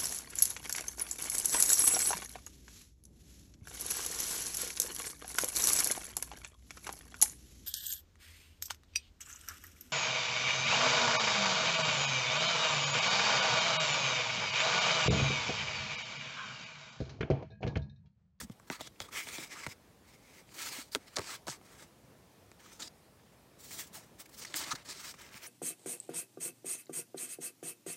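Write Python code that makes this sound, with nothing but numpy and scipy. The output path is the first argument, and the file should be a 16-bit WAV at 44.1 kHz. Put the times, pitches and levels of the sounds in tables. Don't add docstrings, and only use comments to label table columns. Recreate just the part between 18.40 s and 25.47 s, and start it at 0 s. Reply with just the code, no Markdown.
import sys
import numpy as np
from scipy import signal
from scipy.fft import rfft, irfft, next_fast_len
from scipy.io import wavfile
from scipy.ndimage import uniform_filter1d

SR = 44100
rng = np.random.default_rng(int(sys.argv[2]) if len(sys.argv) > 2 else 0)


def amplitude_ratio(level_db):
    exponent = np.asarray(level_db, float) / 20
    return 10 ** exponent


def waveform_to_disk(signal):
    frames = np.transpose(np.atleast_2d(signal))
    scaled = np.clip(frames, -1, 1) * 32767
    samples = np.round(scaled).astype(np.int16)
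    wavfile.write(sys.argv[1], SR, samples)


N = 311787
HISS_HZ, BODY_HZ, FLAP_HZ = (2900, 9500), (850, 2900), (70, 850)


def colour(hz, table):
    f, db = np.transpose(table)
    return amplitude_ratio(np.interp(np.log(hz + 1), np.log(f), db))


# (frequency [Hz], density [dB per Hz])
CARD_COLOUR = [(180, -2.5), (300, 7.5), (563, -0.5), (665, -0.5), (812, -2.5), (942, 0.5), (1060, 2.5),
               (1230, 3), (1710, 2.5), (2230, 2.5), (2680, -2.5), (5290, 1.5), (8410, 1.5), (10400, -4.5),
               (15800, 3)]


def card(hz):
    return colour(hz, CARD_COLOUR)


def shaped(x, gain_at):
    size = next_fast_len(len(x))
    hz = np.fft.rfftfreq(size, 1 / SR)
    y = irfft(rfft(x, size) * gain_at(hz), size)[:len(x)]
    return y / np.sqrt(np.mean(y ** 2))


def band(hz, lo, hi):
    return 1 / np.sqrt((1 + (lo / (hz + 1)) ** 8) * (1 + (hz / hi) ** 8))


def resonance(hz, centre_hz, sharp):
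    return 1 / (1 + 1j * sharp * (hz / centre_hz - centre_hz / (hz + 1)))


def walk(rate_hz):
    hold = int(SR / rate_hz)
    steps = np.repeat(rng.standard_normal(N // hold + 1), hold)
    return 1.5 * uniform_filter1d(uniform_filter1d(steps, hold), hold)[:N]


def add(out, s, sound):
    i = int(max(s, 0) * SR)
    out[i:i + len(sound)] += sound[:N - i]


def slips(count):
    size_db = 2.5 * np.minimum(rng.exponential(size=count), 3.5)
    return rng.standard_normal(count) * amplitude_ratio(size_db)


def bending(x, patchy_db):
    _, _, z = signal.stft(x, nperseg=256)
    patches = uniform_filter1d(rng.standard_normal(z.shape), size=2, axis=0)
    patches = uniform_filter1d(patches, size=18, axis=1)
    return signal.istft(z * amplitude_ratio(patchy_db * patches / patches.std()), nperseg=256)[1][:len(x)]


GLIDES = [(0.0, 0.042, -43, -56, -11), (0.33, 0.39, -51.5, -70.5, 4.5), (0.608, 0.622, -53.5, -49, -4),
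          (0.728, 0.765, -53, -46, -0.5), (0.765, 0.8, -46.5, -49, -1.5), (0.8, 0.83, -49.5, -58.5, 2),
          (0.83, 1.014, -53.5, -47, -4), (1.014, 1.08, -46.5, -61, -3.5), (1.29, 1.325, -59, -58.5, -2),
          (2.145, 2.186, -51, -46, -9), (2.186, 2.24, -46, -47, -5), (2.24, 2.33, -49, -48, -7),
          (2.33, 2.428, -47.5, -51, -6), (2.428, 2.49, -52, -70, -15), (2.9, 2.941, -50.5, -46, 0),
          (2.941, 2.993, -43, -71, -2), (6.597, 6.64, -55.5, -54, -3), (6.64, 6.711, -50.5, -47.5, -6.5)]
CREEPS = [(1.65, 1.756, -72, -65, -4), (1.764, 2.004, -74, -64.5, -5), (2.07, 2.125, -72, -60, -6),
          (2.655, 2.682, -71, -60.5, -1.5), (3.23, 3.27, -74, -66, -5), (3.27, 3.416, -66, -63, 0),
          (3.424, 3.47, -55.5, -73, -2.5), (4.195, 4.33, -69, -63, -1.5), (4.33, 4.38, -58.5, -63.5, -12),
          (5.6, 5.68, -62, -73.5, -2), (6.745, 6.755, -56, -72, 1), (6.765, 6.809, -68, -60, -0.5),
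          (6.809, 6.86, -60, -65, 2), (6.865, 6.895, -61, -62, 2), (6.895, 6.925, -66, -66, 5),
          (2.6, 2.655, -70, -71, 1.5), (2.7, 2.745, -71, -68, 1.5)]
DRAGS = [(0.42, 0.476, -57.5, -50, -6.5), (1.09, 1.122, -66, -54.5, -0.5), (1.122, 1.26, -54.5, -55.5, 0.5),
         (2.81, 2.9, -59.5, -49.5, -3), (3.08, 3.101, -49, -49, -7), (3.101, 3.17, -47.5, -62, -5),
         (4.398, 4.415, -47.5, -49, -9), (4.421, 4.45, -47, -50, -11), (4.45, 4.478, -50, -51, -13),
         (6.004, 6.04, -52, -52.5, -9), (6.06, 6.135, -54, -58, -5), (6.146, 6.155, -49, -46, -1),
         (6.19, 6.278, -44, -50.5, -3), (6.278, 6.303, -50.5, -48.5, -3.5), (6.34, 6.43, -55.5, -64, 4),
         (6.452, 6.485, -53.5, -53, -4), (6.488, 6.53, -49, -47, -10), (6.535, 6.597, -54, -55.5, -7.5)]
BRUSHES = [(0.275, 0.285, -65, -65, -2), (5.19, 5.3, -64, -54, -12), (5.305, 5.388, -52, -48, -12),
           (5.388, 5.464, -44.5, -63.5, -6), (5.47, 5.476, -59, -59, -16), (5.53, 5.554, -59, -51, -7),
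           (5.554, 5.6, -49, -60.5, -5.5), (5.786, 5.802, -66, -54, -5), (5.802, 5.85, -54, -72, -8),
           (5.91, 5.948, -75, -55.5, -10), (5.966, 6.004, -66, -49.5, -11), (6.158, 6.2, -41.5, -42.5, -10),
           (6.925, 6.98, -62, -60, 0.5), (6.98, 7.025, -64, -62, 0.5), (7.03, 7.07, -58, -55, -2.5)]
SHAKES = [
    (0.308, 0.33, -54, -54, 2.5),
    (0.412, 0.42, -50, -59, 0),
    (0.63, 0.675, -63, -68, 2.5),
    (1.28, 1.3, -62.5, -59.5, -12),
    (2.558, 2.568, -39, -66, -6),
    (2.568, 2.6, -62, -72, -9),
    (2.803, 2.82, -61, -58, 4),
    (3.0725, 3.08, -52, -50, 2),
    (6.335, 6.35, -54.5, -55, -7),
    (0.392, 0.405, -68, -62, 5),
]


def pressure():
    silent_db, edge_db = -120, 25
    # (strokes, fine top [dB] and low flap [dB] against the hiss, attack [ms], release [ms])
    contacts = [(GLIDES, -9.5, -15, 20, 22), (CREEPS, -10.5, -8, 15, 42), (DRAGS, -22, -11, 10, 13),
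                (BRUSHES, -1.2, -13, 12, 25), (SHAKES, -6, 6.2, 7, 16)]
    t, out = np.arange(N) / SR, np.full((4, N), float(silent_db))
    for strokes, top_db, flap_db, attack_ms, release_ms in contacts:
        for touch, lift, touch_db, lift_db, body_db in strokes:
            times = [touch - 3 * attack_ms / 1000, touch, lift, lift + 3 * release_ms / 1000]
            db = np.interp(t, times, [touch_db - 3 * edge_db, touch_db, lift_db, lift_db - 3 * edge_db])
            strongest = db > out[0]
            out[:, strongest] = db[strongest] + np.array([[0], [body_db], [top_db], [flap_db]])
    return uniform_filter1d(out, size=200, axis=1)


def rings(hz, modes):
    extra_width_hz = 140
    return 0.77 + sum(amplitude_ratio(db) / (1 + ((hz - f) / (width + extra_width_hz)) ** 2) for f, width, db in modes)


# (time [s], [(frequency [Hz], width [Hz], level [dB])])
HELD_RINGS = [(0, [(1880, 37, 3), (5630, 91, -13)]), (.25, [(4450, 120, -5), (8000, 46, -22)]),
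              (.41, [(3400, 63, 6), (5300, 39, -15), (7100, 33, -13)]), (.6, [(3420, 62, 5)]),
              (.7, [(2200, 250, 1.5), (3200, 39, -5), (1300, 130, -16)]), (.83, [(2300, 120, 1.5),
              (3400, 60, -6)]), (1.07, [(2250, 120, -3), (5100, 130, -1), (6230, 78, -10), (7640, 40, -4)]),
              (1.6, [(2210, 210, 7), (4800, 190, -10)]), (2.06, [(2280, 48, -8), (2920, 40, -8),
              (4300, 92, -8)]), (2.8, [(4800, 500, -7), (7740, 41, -4)]), (3.0, []), (4.1, [(2400, 81, -7),
              (6120, 240, -4)]), (4.38, [(4500, 400, -3), (7200, 200, 2)]), (4.436, [(3900, 100, 2),
              (4950, 100, 4), (7400, 150, 2), (2000, 60, -4)]), (5.1, [(1940, 82, -22), (7500, 100, -21)]),
              (5.7, [(4340, 170, -17), (5400, 110, -20)]), (6.4, [(4740, 540, -6), (7400, 160, -18)]),
              (6.73, [(2300, 300, -4), (5500, 300, -8)])]


def sliding():
    out, grip, levels = np.zeros(N), np.clip(walk(60), -1.5, 1.5), pressure()
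    ranges = (HISS_HZ, BODY_HZ, (HISS_HZ[1], SR), FLAP_HZ)
    flicker_settings = ((2.44, 0.61), (2.5, 0.65), (3.8, 0.17), (0.78, 2.4))
    flicker = [shared_db * grip + own_db * walk(30) for shared_db, own_db in flicker_settings]
    fibres = slips(count=N)
    ends = [s for s, _ in HELD_RINGS[1:]] + [N / SR]
    for (start, modes), end in zip(HELD_RINGS, ends):
        at = np.arange(max(int(start * SR) - 70, 0), min(int(end * SR) + 70, N))
        fade = signal.windows.tukey(len(at), 280 / len(at))
        for (lo, hi), db, flicker_db in zip(ranges, levels, flicker):
            layer = shaped(fibres[at], lambda hz: card(hz) * rings(hz, modes) * band(hz, lo, hi))
            out[at] += layer * fade * amplitude_ratio(db[at] + flicker_db[at])
    return bending(out, patchy_db=2.0)


# (frequency [Hz], density [dB per Hz])
ROOM_COLOUR = [(15, -52), (25, -65), (48, -2.5), (145, -1), (195, -2), (354, -5.5), (503, -6),
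               (1190, -14.5), (1560, -17.5), (1740, -17), (2610, -20), (12200, -26.5), (16000, -30.5)]


def room():
    hum = shaped(rng.standard_normal(N), lambda hz: colour(hz, ROOM_COLOUR))
    return bending(hum, patchy_db=1.53) * amplitude_ratio(-61.5 + 0.55 * walk(2.46))


CRISP_SNAPS = [(0.0114, -38.5, -12.5, 1300, 234), (0.1974, -50, -11, 1160, 121),
               (0.602, -29, -17.5, 3330, 523), (2.1893, -37, -47, 4250, 275), (2.2242, -45, -32, 2310, 466),
               (2.7575, -38, -20, 4000, 781), (2.7639, -30.5, -22, 4060, 326),
               (2.7678, -24, -19, 3700, 799), (2.7839, -30, -9.5, 1380, 314), (2.792, -33, -7.5, 1140, 443),
               (3.068, -40, -8, 1860, 470), (3.0803, -31.5, -9, 1500, 790), (4.115, -47, -14, 2300, 258),
               (6.7395, -45.5, -16, 1070, 210), (0.097, -51, -4, 1500, 400)]
DULL_SNAPS = [(0.2995, -25, -12, 1490, 250), (0.407, -32, -10.5, 3430, 630), (0.4718, -38, -25, 3500, 412),
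              (0.6165, -35.5, -20, 3460, 233), (0.8698, -33.5, -16.5, 2310, 412),
              (0.8864, -33, -18.5, 1880, 423), (0.982, -34, -10.5, 3700, 337),
              (1.0249, -36.5, -19.5, 2090, 288), (1.264, -26, -15.5, 1950, 190),
              (2.5549, -30, -12.5, 1310, 267), (2.7776, -40, -1.5, 1110, 600),
              (2.8013, -39, -15, 2040, 366), (3.0855, -35.5, -12, 1300, 218),
              (3.2121, -54.5, -3.5, 1170, 116), (5.796, -49.5, -19, 1820, 579),
              (6.1409, -23, -29, 4100, 345), (6.9416, -40, -16, 2480, 184), (2.5483, -16.5, -24, 3700, 500)]


def snaps():
    crisp_treble_db, dull_treble_db = -6, -17.5
    travel_ms = 2.4
    bounce_db, first_slip = 3.5, 2.6
    out, size = np.zeros(N), 4096
    hz = np.fft.rfftfreq(size, 1 / SR)
    root_khz = np.sqrt(hz / 1000)
    letting_go = np.exp(-np.arange(160) / SR / 0.00038)
    rows = [(*r, crisp_treble_db) for r in CRISP_SNAPS] + [(*r, dull_treble_db) for r in DULL_SNAPS]
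    chance = rng.random((len(rows), 2, 9))
    for (s, db, bass_db, ring_hz, flex_hz, treble_db), (gap, sign) in zip(rows, chance):
        path = 1 + np.cumsum(np.r_[0, .25 + .9 * gap[1:]])[:, None]
        turn = 4 * np.pi * travel_ms * path * root_khz
        loss_db = -(path - 1) * (3.7 + 2.6 * root_khz) - bounce_db * (path > 1)
        wave = np.sum(np.sign(sign - .5)[:, None] * amplitude_ratio(loss_db) * np.exp(-1j * turn), axis=0)
        ragged = first_slip + rfft(slips(count=len(letting_go)) * letting_go, size)
        crack = (1 + 2.6 * resonance(hz, ring_hz, sharp=5)) * card(hz) * band(hz, 900, ring_hz + 1500)
        treble = card(hz) * band(hz, 5000, SR) / (1 + (hz / 10000) ** 6)
        thud = (0.34 + resonance(hz, flex_hz, sharp=4.2)) * band(hz, 76, 1080)
        parts = ((crack * ragged, 0), (thud, bass_db + 7.0), (treble * ragged, treble_db + 5.5))
        for gain, part_db in parts:
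            part = irfft(wave * gain, size)[:3000]
            add(out, s + .0001, amplitude_ratio(db + part_db) * part / np.abs(part).max())
    return out


# (time [s], peak [dB], frequency [Hz], fade [cycles])
KNUCKLE_BUMPS = [(2.5495, -29, 1300, 0.9), (0.045, -39.5, 212, 1.1), (0.098, -36, 207, 0.66),
                 (0.101, -44, 113, 0.99), (1.276, -41, 101, 0.6), (2.386, -41, 276, 0.9),
                 (2.788, -42, 93, 0.84), (6.157, -44.5, 340, 1.1), (6.334, -40.5, 135, 0.47),
                 (6.952, -45, 190, 0.6), (0.033, -38, 230, 0.55), (0.61, -46, 107, 0.74),
                 (3.089, -46.5, 136, 1.2), (0.6045, -44, 750, 1.2), (0.983, -40, 700, 1.2),
                 (2.386, -46, 600, 0.8), (2.578, -50, 330, 1), (2.773, -38, 480, 1.2),
                 (2.79, -38, 420, 1.5), (3.072, -42, 600, 1.2), (5.558, -48, 880, 2.2),
                 (5.568, -48, 760, 2.2), (5.578, -50, 670, 2), (2.561, -38, 271, 1.2),
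                 (2.554, -33.5, 420, 1.8), (3.082, -39, 310, 1.2), (0.302, -43, 750, 1.2),
                 (6.33, -44.5, 257, 1.5), (0.0203, -45, 68, 0.79)]


def bumps():
    out, t = np.zeros(N), np.arange(4000) / SR
    for s, db, hz, fade_cycles in KNUCKLE_BUMPS:
        part = hz * t / fade_cycles
        add(out, s, amplitude_ratio(db + 7) * np.sin(2 * np.pi * hz * t) * part * np.exp(-part))
    return out


SCUFFS = [(0.1092, -46.5, -2, 3210, 21), (0.6803, -41, -32, 1110, 17), (1.264, -27, -15, 2140, 9.6),
          (2.514, -32, -1, 4600, 37), (2.7575, -25.5, -18, 3980, 14), (2.7656, -37, -25, 4020, 14),
          (2.7695, -26, -29, 1150, 8), (2.7845, -26, -30, 1130, 10.4), (5.3047, -33, -9, 2160, 17),
          (5.47, -54, -2, 4840, 14), (5.8547, -40.5, 0, 2410, 11.5), (5.8885, -46, 4, 1050, 14),
          (5.9404, -45, -14, 4280, 13), (6.047, -26.5, -26, 1960, 9.3), (6.136, -30, -28, 1900, 7),
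          (6.234, -25.5, -28, 4200, 14), (6.349, -27.5, -28, 4430, 15), (6.8119, -36.5, -3, 1140, 11.5),
          (4.4, -32, -15, 7100, 6), (6.3068, -24, -26, 6000, 24), (6.047, -30, -20, 5500, 9),
          (2.813, -36, -20, 4500, 8)]
SQUEAKS = [(6.308, -19, -40, 1250, 24), (6.305, -22, -40, 3900, 23), (0.6855, -36, -40, 1200, 6),
           (4.4175, -26, -40, 3900, 17), (4.472, -31, -30, 4950, 11), (1.0235, -31, -40, 2090, 7),
           (1.148, -36, -40, 1180, 40), (6.065, -36, -40, 4500, 22), (6.159, -28, -40, 4400, 20),
           (6.35, -35, -40, 1500, 10), (0.711, -40, -40, 1500, 8), (2.255, -33, -40, 1500, 25),
           (2.355, -35, -40, 1950, 15), (2.89, -33, -40, 1300, 20), (6.639, -34, -40, 2460, 20),
           (4.258, -42, -40, 1180, 10), (2.765, -24, -40, 4100, 8), (0.555, -49, -40, 2400, 12),
           (0.603, -32, -40, 3400, 5), (1.1, -40, -40, 2200, 90)]


def scuffs():
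    scuff_base, squeak_base = 0.35, 0.08
    out, t = np.zeros(N), np.arange(4000) / SR
    rows = [(*r, scuff_base) for r in SCUFFS] + [(*r, squeak_base) for r in SQUEAKS]
    for s, db, top_db, ring_hz, ms, base in rows:
        def sheet(hz):
            return card(hz) * band(hz, 590, HISS_HZ[1]) * abs(base + resonance(hz, ring_hz, sharp=5.6))

        fibres = slips(count=len(t))
        drag = shaped(fibres, sheet)
        drag += amplitude_ratio(top_db - 6.0) * shaped(fibres, lambda hz: band(hz, HISS_HZ[1], SR))
        part = t / (ms / 1000)
        add(out, s, amplitude_ratio(db - 15.0) * drag * np.tanh(part / 0.29) * np.exp(-part ** 5))
    return out


RIFFLE_TICKS = [
    (3.0928, -33, 7100),
    (3.0988, -24.5, 5500),
    (3.1018, -25, 6500),
    (3.1068, -27.5, 6300),
    (3.1137, -27, 6800),
    (3.118, -35, 7200),
]
CRACKLE = [(2.5497, -18, 8400), (3.0818, -29, 8000), (3.0822, -31, 4200), (3.0872, -31, 5800),
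           (3.1158, -35, 4000), (3.0692, -38, 5000), (0.4085, -38, 7500), (2.5572, -34, 8500),
           (2.7795, -36, 8000), (2.7855, -25, 4600), (2.7666, -23, 4200), (2.793, -36, 6000),
           (6.1245, -38, 4000), (6.192, -32, 4500), (6.8125, -42, 4000), (6.865, -45, 2200),
           (6.8905, -44, 3000), (6.922, -50, 1500), (6.964, -44, 1800), (6.972, -46, 5200),
           (1.2012, -38, 2200), (2.0914, -46, 2300), (2.215, -37, 2200), (2.366, -38, 1200),
           (4.2036, -49, 2300), (4.3645, -46, 5500), (4.4805, -38, 5000)]


def ticks():
    out, t = np.zeros(N), np.arange(-20, 21) / SR
    for s, db, hz in RIFFLE_TICKS + CRACKLE:
        add(out, s, amplitude_ratio(db) * np.cos(2 * np.pi * hz * t) * np.exp(-(t * hz / .7) ** 2))
    return out


def scene():
    cards = sliding() + snaps() + scuffs() + ticks() + bumps()
    t = np.arange(6000) / SR
    tail = rng.standard_normal(len(t)) * amplitude_ratio(-37.0 - 60 * t / 0.054) * (t > .002)
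    return (cards + signal.fftconvolve(cards, tail)[:N] + room())[None]


def top_cut(x):
    return signal.sosfilt(signal.butter(12, 16680, fs=SR, output="sos"), x)


def record(dry):
    low_pass = signal.ellip(10, .2, 42, 15850, fs=SR, output="sos")
    soft = signal.sosfilt(low_pass, dry)
    return top_cut(soft)


dry = scene()
out = record(dry)
waveform_to_disk(out)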